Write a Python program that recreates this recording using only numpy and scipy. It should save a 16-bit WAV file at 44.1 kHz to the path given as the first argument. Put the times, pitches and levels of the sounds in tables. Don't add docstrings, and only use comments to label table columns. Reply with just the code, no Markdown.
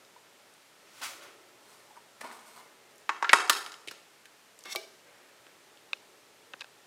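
import sys
import numpy as np
from scipy import signal
from scipy.fft import rfft, irfft
from scipy.io import wavfile

SR = 44100
rng = np.random.default_rng(int(sys.argv[2]) if len(sys.argv) > 2 else 0)


def materialize(psi):
    bounded = np.clip(np.atleast_2d(psi).T, -1, 1)
    quanta = np.round(bounded * 32767).astype(np.int16)
    wavfile.write(sys.argv[1], SR, quanta)


def volts(x):
    e = np.asarray(x, float) / 20
    return 10 ** e


N = 302878

# start in seconds, peak in dB, crease pitch in Hz,
# thump below 700 Hz in dB, sharpness (edge level) in dB.
CREASE_SNAPS = [(2.212, -33, 1900, -8.5, -13), (2.246, -35, 826, -7, -21), (2.271, -40, 940, -30, -10),
                (2.313, -38, 1190, -27, -18), (3.092, -15, 1097, -23.5, -20.5),
                (3.225, -16, 1010, -20, -19.5), (3.244, -17.5, 1400, -25, -36.5),
                (3.293, -11, 1780, -22.5, -41), (3.331, -0.5, 1190, -20, -10),
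                (3.496, -7.5, 1215, -21.5, -0.5), (3.874, -34.5, 2340, -7.5, -4.5),
                (3.883, -28, 2460, -25, -8.5), (3.911, -36.5, 1304, -9, 0), (4.255, -43, 1570, -18, -3.5)]
RIM_KNOCKS = [
    (4.655, -38, 1480, -9, -5),
    (4.75, -31, 1070, -5, -9),
    (4.759, -26.5, 2240, -8.5, 6),
]
# start in seconds, peak in dB, pitch in Hz,
# ring near 1.2 kHz in dB, sharpness in dB.
LOOSE_CLICKS = [
    (5.467, -45, 2760, -12, -4),
    (5.773, -51.5, 3050, -14, -2),
    (5.9319, -17.5, 2560, -12.5, -6.5),
    (6.5355, -33.5, 2480, -4, -13),
    (6.539, -45.5, 2000, 12, -16),
    (6.6055, -40, 2300, -13, -2.2),
    (6.6086, -36, 2600, -4, 9),
    (6.6152, -33, 2460, -8, -10),
    (6.6195, -37, 2500, 1.5, -13),
    (6.6435, -42, 2890, -0.5, -4),
]
# frequency in Hz, level in dB, t60 in seconds.
FOIL_MODES = [(338, -1.5, 0.093), (426, -2.5, 0.16), (733, -10.5, 0.75), (790, -9.5, 0.26),
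              (961, -5.5, 0.15), (1108, -9.5, 0.25), (1274, -15, 0.23), (1293, -16, 0.14), (1384, -4, 0.3),
              (1601, -17.5, 0.93), (1780, -3, 0.23), (2040, -12, 0.15), (2050, -13.5, 0.4),
              (2238, -8.5, 0.3), (2660, -9, .3), (3240, -13.5, 0.25), (4130, -13.5, 0.32), (5405, -9, .12),
              (6920, -26, .25)]
# frequency in Hz, level in dB, t60 in seconds.
TIN_MODES = [(371, 1.5, 0.19), (402, -6, 0.18), (644, -6.5, 0.23), (676, -6, .15), (826, -1, 0.14),
             (1187, 2, 0.13), (1590, -4, 0.32), (2310, -11, .22), (2300, -1, 0.13), (3500, -22, .12),
             (4040, -15, 0.17), (5540, -8, 0.14), (6000, -7, 0.18)]
# frequency in Hz, level in dB, t60 in seconds.
HOUSING_MODES = [(2567, -0.5, 0.016), (3750, 1.5, 0.011), (531, 2.5, 0.03), (1610, -12, 0.022)]

# time of greatest pressure in seconds, level in dB,
# seconds to rise 20 dB, seconds to fall 20 dB, hiss over body in dB.
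FLAP_STROKES = [
    (4.656, -48, .008, 0.096, -3),
    (4.73, -47, 0.28, .05, 11),
]
FINGER_STROKES = [
    (1.698, -63.5, 0.25, 0.68, 1.6),
    (1.966, -52, 0.02, 0.029, -10),
    (2.21, -45.5, 0.0046, 0.048, -0.5),
    (2.242, -43, .02, 0.16, -12),
    (2.318, -52.5, 0.035, 0.38, -4),
    (2.478, -59, .08, .25, 2.5),
    (2.562, -52.5, 0.022, 0.18, -2.2),
]
LID_STROKES = [
    (1.005, -57, .25, .05, 2.5),
    (1.017, -39.5, .006, .14, -6),
    (1.034, -42.5, .015, .2, 4),
    (1.225, -51, .04, .2, -6),
]
GRIP_STROKES = [
    (5.076, -61.5, .11, 0.84, -18),
    (5.47, -58.5, .018, .04, -20),
    (5.49, -66, 0.028, 0.28, -16),
]
FLAP_SPAN_S = (4.648, 4.748)
FINGER_SPAN_S = (1.55, 2.8)
LID_SPAN_S = (.85, 1.5)
GRIP_SPAN_S = (4.95, 5.75)
# frequency in Hz, density in dB per Hz.
FLAP_COLOUR = [(88, -51.5), (150, -15.5), (566, -14), (649, -5), (888, -5), (1980, -4.5), (2220, -1.5),
               (2500, -9), (7770, -17), (16000, -29)]
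FINGER_COLOUR = [(88, -50), (150, -38), (226, 4.5), (368, -18), (555, -13), (612, 1.5), (979, -4),
                 (3350, -11), (8230, -22), (14800, -25), (16000, -37)]
LID_COLOUR = [(88, -43), (150, -36), (280, -12.5), (368, -51), (422, -36), (702, -11.5), (1500, -2.5),
              (1660, -11), (2060, -6), (8230, -21.5), (16000, -30)]
GRIP_COLOUR = [(100, -20), (300, -4.5), (550, 2), (900, -12.5), (1600, -1.5), (2300, -5), (3500, -19.5),
               (16000, -37.5)]
# frequency in Hz, width in Hz, level in dB.
FLAP_RINGS = [(2180, 12, 5), (2710, 31, 1), (3630, 140, 2), (4330, 45, -4), (5500, 39, -4), (5670, 83, -3),
              (7920, 21, -8), (11100, 85, -12), (14300, 100, -15)]
FINGER_RINGS = [(989, 67, 5), (1190, 39, -2), (1455, 21, 4), (2190, 40, -7), (4210, 27, -25),
                (8230, 270, -20), (9500, 92, -18)]

# start in seconds,
# peak in dB, pitch in Hz.
WRINKLE_TICKS = [(.0494, -47, 3500), (.5384, -48, 6570), (1.236, -49, 12500), (2.9577, -54, 9540),
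                 (2.9816, -42, 7360), (2.9994, -49, 8500), (3.3124, -40, 9500), (3.3203, -40, 9500),
                 (3.328, -42, 9000), (3.4535, -42, 4300), (3.477, -35.5, 4500), (3.5313, -18, 3240),
                 (3.6625, -26.5, 2800), (3.7197, -33, 3830), (3.741, -35, 2570), (3.9195, -43, 5540),
                 (4.59, -39, 7000), (4.6075, -42.5, 3980), (4.638, -37.5, 4995), (6.595, -45, 3500)]
# start in seconds, peak in dB, pitch in Hz.
FINGER_TAPS = [
    (0.161, -48, 980),
    (1.907, -47, 860),
    (1.968, -44.5, 950),
]
# start in seconds, peak in dB, pitch in Hz.
HANDLING_BUMPS = [
    (1.06, -60, 115),
    (2.24, -54, 232),
    (3.885, -63, 106),
    (4.755, -59, 141),
    (5.4, -69.5, 116),
    (6.537, -58, 230),
    (6.6, -73, 90),
]

# frequency in Hz, t60 in seconds, level in dB.
ROOM_DECAY = [(150, .5, -4), (511, 0.8, 4.5), (1400, 0.61, -2), (3710, 0.49, 4), (5800, .55, 9),
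              (9736, 0.51, 8), (16000, 0.35, 3.5)]
# frequency in Hz, density in dB per Hz.
HISS_COLOUR = [(15, -49.5), (25, -18), (65, -25.5), (124, -8), (397, -3.5), (550, -2.5), (2250, -5),
               (8280, -12.5), (15000, -20.5), (16300, -36.5)]
# frequency in Hz, width in Hz, level in dB.
MURMUR_RESONANCES = [(120, 30, -14.5), (364, 100, -4), (426, 100, 0.5), (548, 65, -1), (820, 45, -3),
                     (1316, 58, -3), (1820, 80, -6)]
# time in seconds, level in dB.
STIR_LEVEL = [(0, -66), (.6, -71.5), (1.2, -58.5), (1.7, -64), (3.799, -67), (4.3, -77), (5.6, -66.5),
              (6.87, -66.5)]
# time in seconds, level in dB.
WHINE_LEVEL = [(2.2, -90), (2.35, -69.5), (2.8, -70), (3.0, -84)]


def snaps(events, rise_s, t60, low_hz, crack_db, crack_follows):
    near, sent = np.zeros(N), np.zeros(N)
    t = np.arange(2048) / SR
    single = 1.0 * (np.arange(2048) == 32 * np.arange(4)[:, None])
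    envelope = (1 - np.exp(-t / rise_s)) * volts(-60 * t / t60) * (1 + np.exp(-t / 0.00075))
    draws = rng.standard_normal((len(events), 4, 2048))
    for (s, peak_db, hz, thump_db, sharp_db), draw in zip(events, draws):
        colour = hz, thump_db, sharp_db, crack_db + crack_follows * sharp_db
        near = place(near, s, volts(peak_db) * sheet_parts(draw * envelope, low_hz, *colour))
        sent = place(sent, s, volts(peak_db) * sheet_parts(single, low_hz, *colour))
    return near, sent


def sheet_parts(drive, low_hz, hz, thump_db, edge_db, crack_db):
    top_hz = np.clip(14000 * volts(0.34 * crack_db), 6000, 18000)
    crease = band(band(drive[0], 0.51 * hz, 2.68 * hz), 0.74 * hz, 9.3 * hz)
    crease = resonate(crease, hz, 0.36 * hz)
    thump = band(band(drive[1], 0.83 * low_hz, 1.65 * low_hz), 0.4 * low_hz, 1.8 * low_hz)
    edge = band(band(drive[2], 2500, 5200), 2000, 6500)
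    crack = band(band(drive[3], 4200, top_hz), 3800, 19000)
    low_parts = peak_one(crease) + volts(thump_db) * peak_one(thump)
    return low_parts + volts(edge_db) * peak_one(edge) + volts(crack_db) * peak_one(crack)


def modes(push, table, gain_db):
    return sum(volts(db + gain_db) * ring(push, hz, min(t60, 0.38)) for hz, db, t60 in table)


def slide(strokes, span_s, colour, per_s, spread_db, haste, rings=()):
    begin, end = span_s
    start, size = round(begin * SR), round((end - begin) * SR)
    t = (start + np.arange(size)) / SR
    slips = (rng.random(size) < per_s / SR) * volts(spread_db * np.minimum(rng.exponential(1, size), 4))
    slips = slips * rng.choice([-1, 1], size)
    sound = coloured(slips, colour)
    sound = sound + sum(volts(db / 4 + 10) * resonate(sound, hz, 2.1 * width) for hz, width, db in rings)
    body = band(sound, 120, 4500)
    hiss = band(sound[::-1], 4500, 17000)
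    body_gain, hiss_gain = pressure(strokes, t, haste)
    fade = np.clip(np.minimum(t - begin, end - t) / 0.0034, 0, 1)
    out = np.zeros(N)
    out[start:start + size] = fade * (rms_one(body) * body_gain + rms_one(hiss) * hiss_gain)
    return out


def pressure(strokes, t, haste):
    s, peak_db, rise_s, fall_s, hiss_db = np.transpose(strokes)[:, :, None]
    before, after = (s - t) / np.maximum(rise_s, 0.001), (t - s) / np.maximum(fall_s, 0.001)
    away_db = 20 * np.maximum(before, after)
    levels = peak_db - away_db, peak_db + hiss_db - haste * away_db
    return [np.sqrt(np.sum(volts(db) ** 2, axis=0)) for db in levels]


def blips(events, width, t60):
    out, t = np.zeros(N), np.arange(6144) / SR
    for (s, peak_db, hz), draw in zip(events, rng.standard_normal((len(events), 6144))):
        burst = resonate(draw * volts(-60 * t / t60), hz, width * hz)
        burst = resonate(burst, hz, 2.0 * width * hz)
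        out = place(out, s, volts(peak_db) * peak_one(burst))
    return out


def room(x):
    size = 30000
    t, edges = np.arange(size) / SR, 120 * 2 ** np.arange(0, 7.6, 0.5)
    white = rng.standard_normal((2, size))
    lumps = drift(220)[:size]
    tail = 0
    for k, (low, high) in enumerate(zip(edges, edges[1:])):
        patchy_db = 1.5 * (1.5 * lumps + 0.45 * drift(35)[:size])
        level_db = at_hz(ROOM_DECAY, low * 1.34, axis=2) + patchy_db
        tail = tail + band(white[k % 2], low, high) * volts(level_db - 60 * t / at_hz(ROOM_DECAY, low))
    build_up = 1 - np.exp(-(t / 0.0017) ** 2)
    return signal.fftconvolve(x, tail * build_up)[:N]


def hush():
    t = np.arange(N) / SR
    still = volts(-60) * rms_one(coloured(rng.standard_normal(N), HISS_COLOUR))
    air = rng.standard_normal(N)
    stir = 0
    for hz, width, db in MURMUR_RESONANCES:
        swell = volts(db + 3 * drift(6.0))
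        stir = stir + swell * rms_one(resonate(resonate(air, hz, width), hz, 3 * width))
    stir_db = np.interp(t, *np.transpose(STIR_LEVEL))
    whine_hz, width_hz = 2090, 12
    whine = rms_one(resonate(resonate(air, whine_hz, width_hz), whine_hz, width_hz))
    whine_db = np.interp(t, *np.transpose(WHINE_LEVEL), left=-120, right=-120)
    return still + rms_one(stir) * volts(stir_db) + whine * volts(whine_db)


def drift(rate):
    knots = rng.standard_normal(round(N / SR * rate) + 2)
    return np.interp(np.arange(N) / SR * rate, np.arange(len(knots)), knots)


def ring(x, hz, t60):
    r, w = volts(-60 / (t60 * SR)), 2 * np.pi * hz / SR
    return signal.lfilter([0, np.sin(w)], [1, -2 * r * np.cos(w), r * r], x + 1e-18)


def resonate(x, hz, width_hz):
    r = np.exp(-np.pi * width_hz / SR)
    poles = [1, -2 * r * np.cos(2 * np.pi * hz / SR), r * r]
    return signal.lfilter([(1 - r * r) / 2, 0, (r * r - 1) / 2], poles, x)


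def band(x, low_hz, high_hz):
    edges = [low_hz, min(high_hz, SR / 2.2)]
    return signal.sosfilt(signal.butter(2, edges, "band", fs=SR, output="sos"), x)


def coloured(x, spectrum):
    gain = volts(at_hz(spectrum, np.fft.rfftfreq(len(x), 1 / SR)))
    return irfft(rfft(x) * gain, len(x))


def at_hz(points, hz, axis=1):
    points = np.array(points)
    return np.interp(np.log(np.maximum(hz, 1)), np.log(points[:, 0]), points[:, axis])


def rms_one(x):
    return x / np.sqrt(np.mean(x ** 2) + 1e-20)


def peak_one(x):
    return x / np.max(np.abs(x))


def place(out, s, sound):
    return out + np.pad(sound, (round(s * SR), N))[:N]


def scene():
    snap, snap_sent = snaps(CREASE_SNAPS, 0.00035, 0.036, low_hz=410, crack_db=-2, crack_follows=0.74)
    knock, knock_sent = snaps(RIM_KNOCKS, 0.00013, 0.027, low_hz=466, crack_db=-0.5, crack_follows=0.49)
    click, click_sent = snaps(LOOSE_CLICKS, 0.0001, 0.0082, low_hz=1101, crack_db=-14, crack_follows=0.91)
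    click = click + modes(click_sent, HOUSING_MODES, -23.0)
    flap = slide(FLAP_STROKES, FLAP_SPAN_S, FLAP_COLOUR, 17000, spread_db=-2.5, haste=5.4, rings=FLAP_RINGS)
    lid = slide(LID_STROKES, LID_SPAN_S, LID_COLOUR, 15000, spread_db=1.0, haste=1.39)
    grip = slide(GRIP_STROKES, GRIP_SPAN_S, GRIP_COLOUR, 12000, spread_db=3.5, haste=0.6)
    fingers = slide(FINGER_STROKES, FINGER_SPAN_S, FINGER_COLOUR, 4000, spread_db=3.5, haste=1.38,
                    rings=FINGER_RINGS)
    hands = lid + grip + fingers
    small = blips(WRINKLE_TICKS, 0.8, 0.013) + blips(FINGER_TAPS, 0.09, 0.022)
    small = small + blips(HANDLING_BUMPS, 0.51, 0.025)
    foil = modes(snap + 0.41 * snap_sent, FOIL_MODES, -45.0)
    tin = modes(knock + 0.54 * flap, TIN_MODES, -42.0)

    sent = 1.56 * snap_sent + 1.17 * knock_sent + 0.22 * click_sent + 1.2 * foil + 0.73 * tin
    sent = sent + 0.5 * flap + 0.44 * hands + 0.69 * small
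    near = snap + knock + click + flap + hands + small + 0.59 * foil + tin
    return (near + volts(-43.5) * room(sent) + hush())[None]


def top_cut(x):
    return signal.sosfilt(signal.butter(12, 17010, fs=SR, output="sos"), x)


def record(dry):
    dry = signal.sosfilt(signal.cheby2(10, 40, 16600, fs=SR, output="sos"), dry)
    dry = dry + 0.09 * dry ** 4
    mix = dry / (1 + dry ** 12) ** (1 / 12)
    return top_cut(mix)


dry = scene()
out = record(dry)
materialize(out)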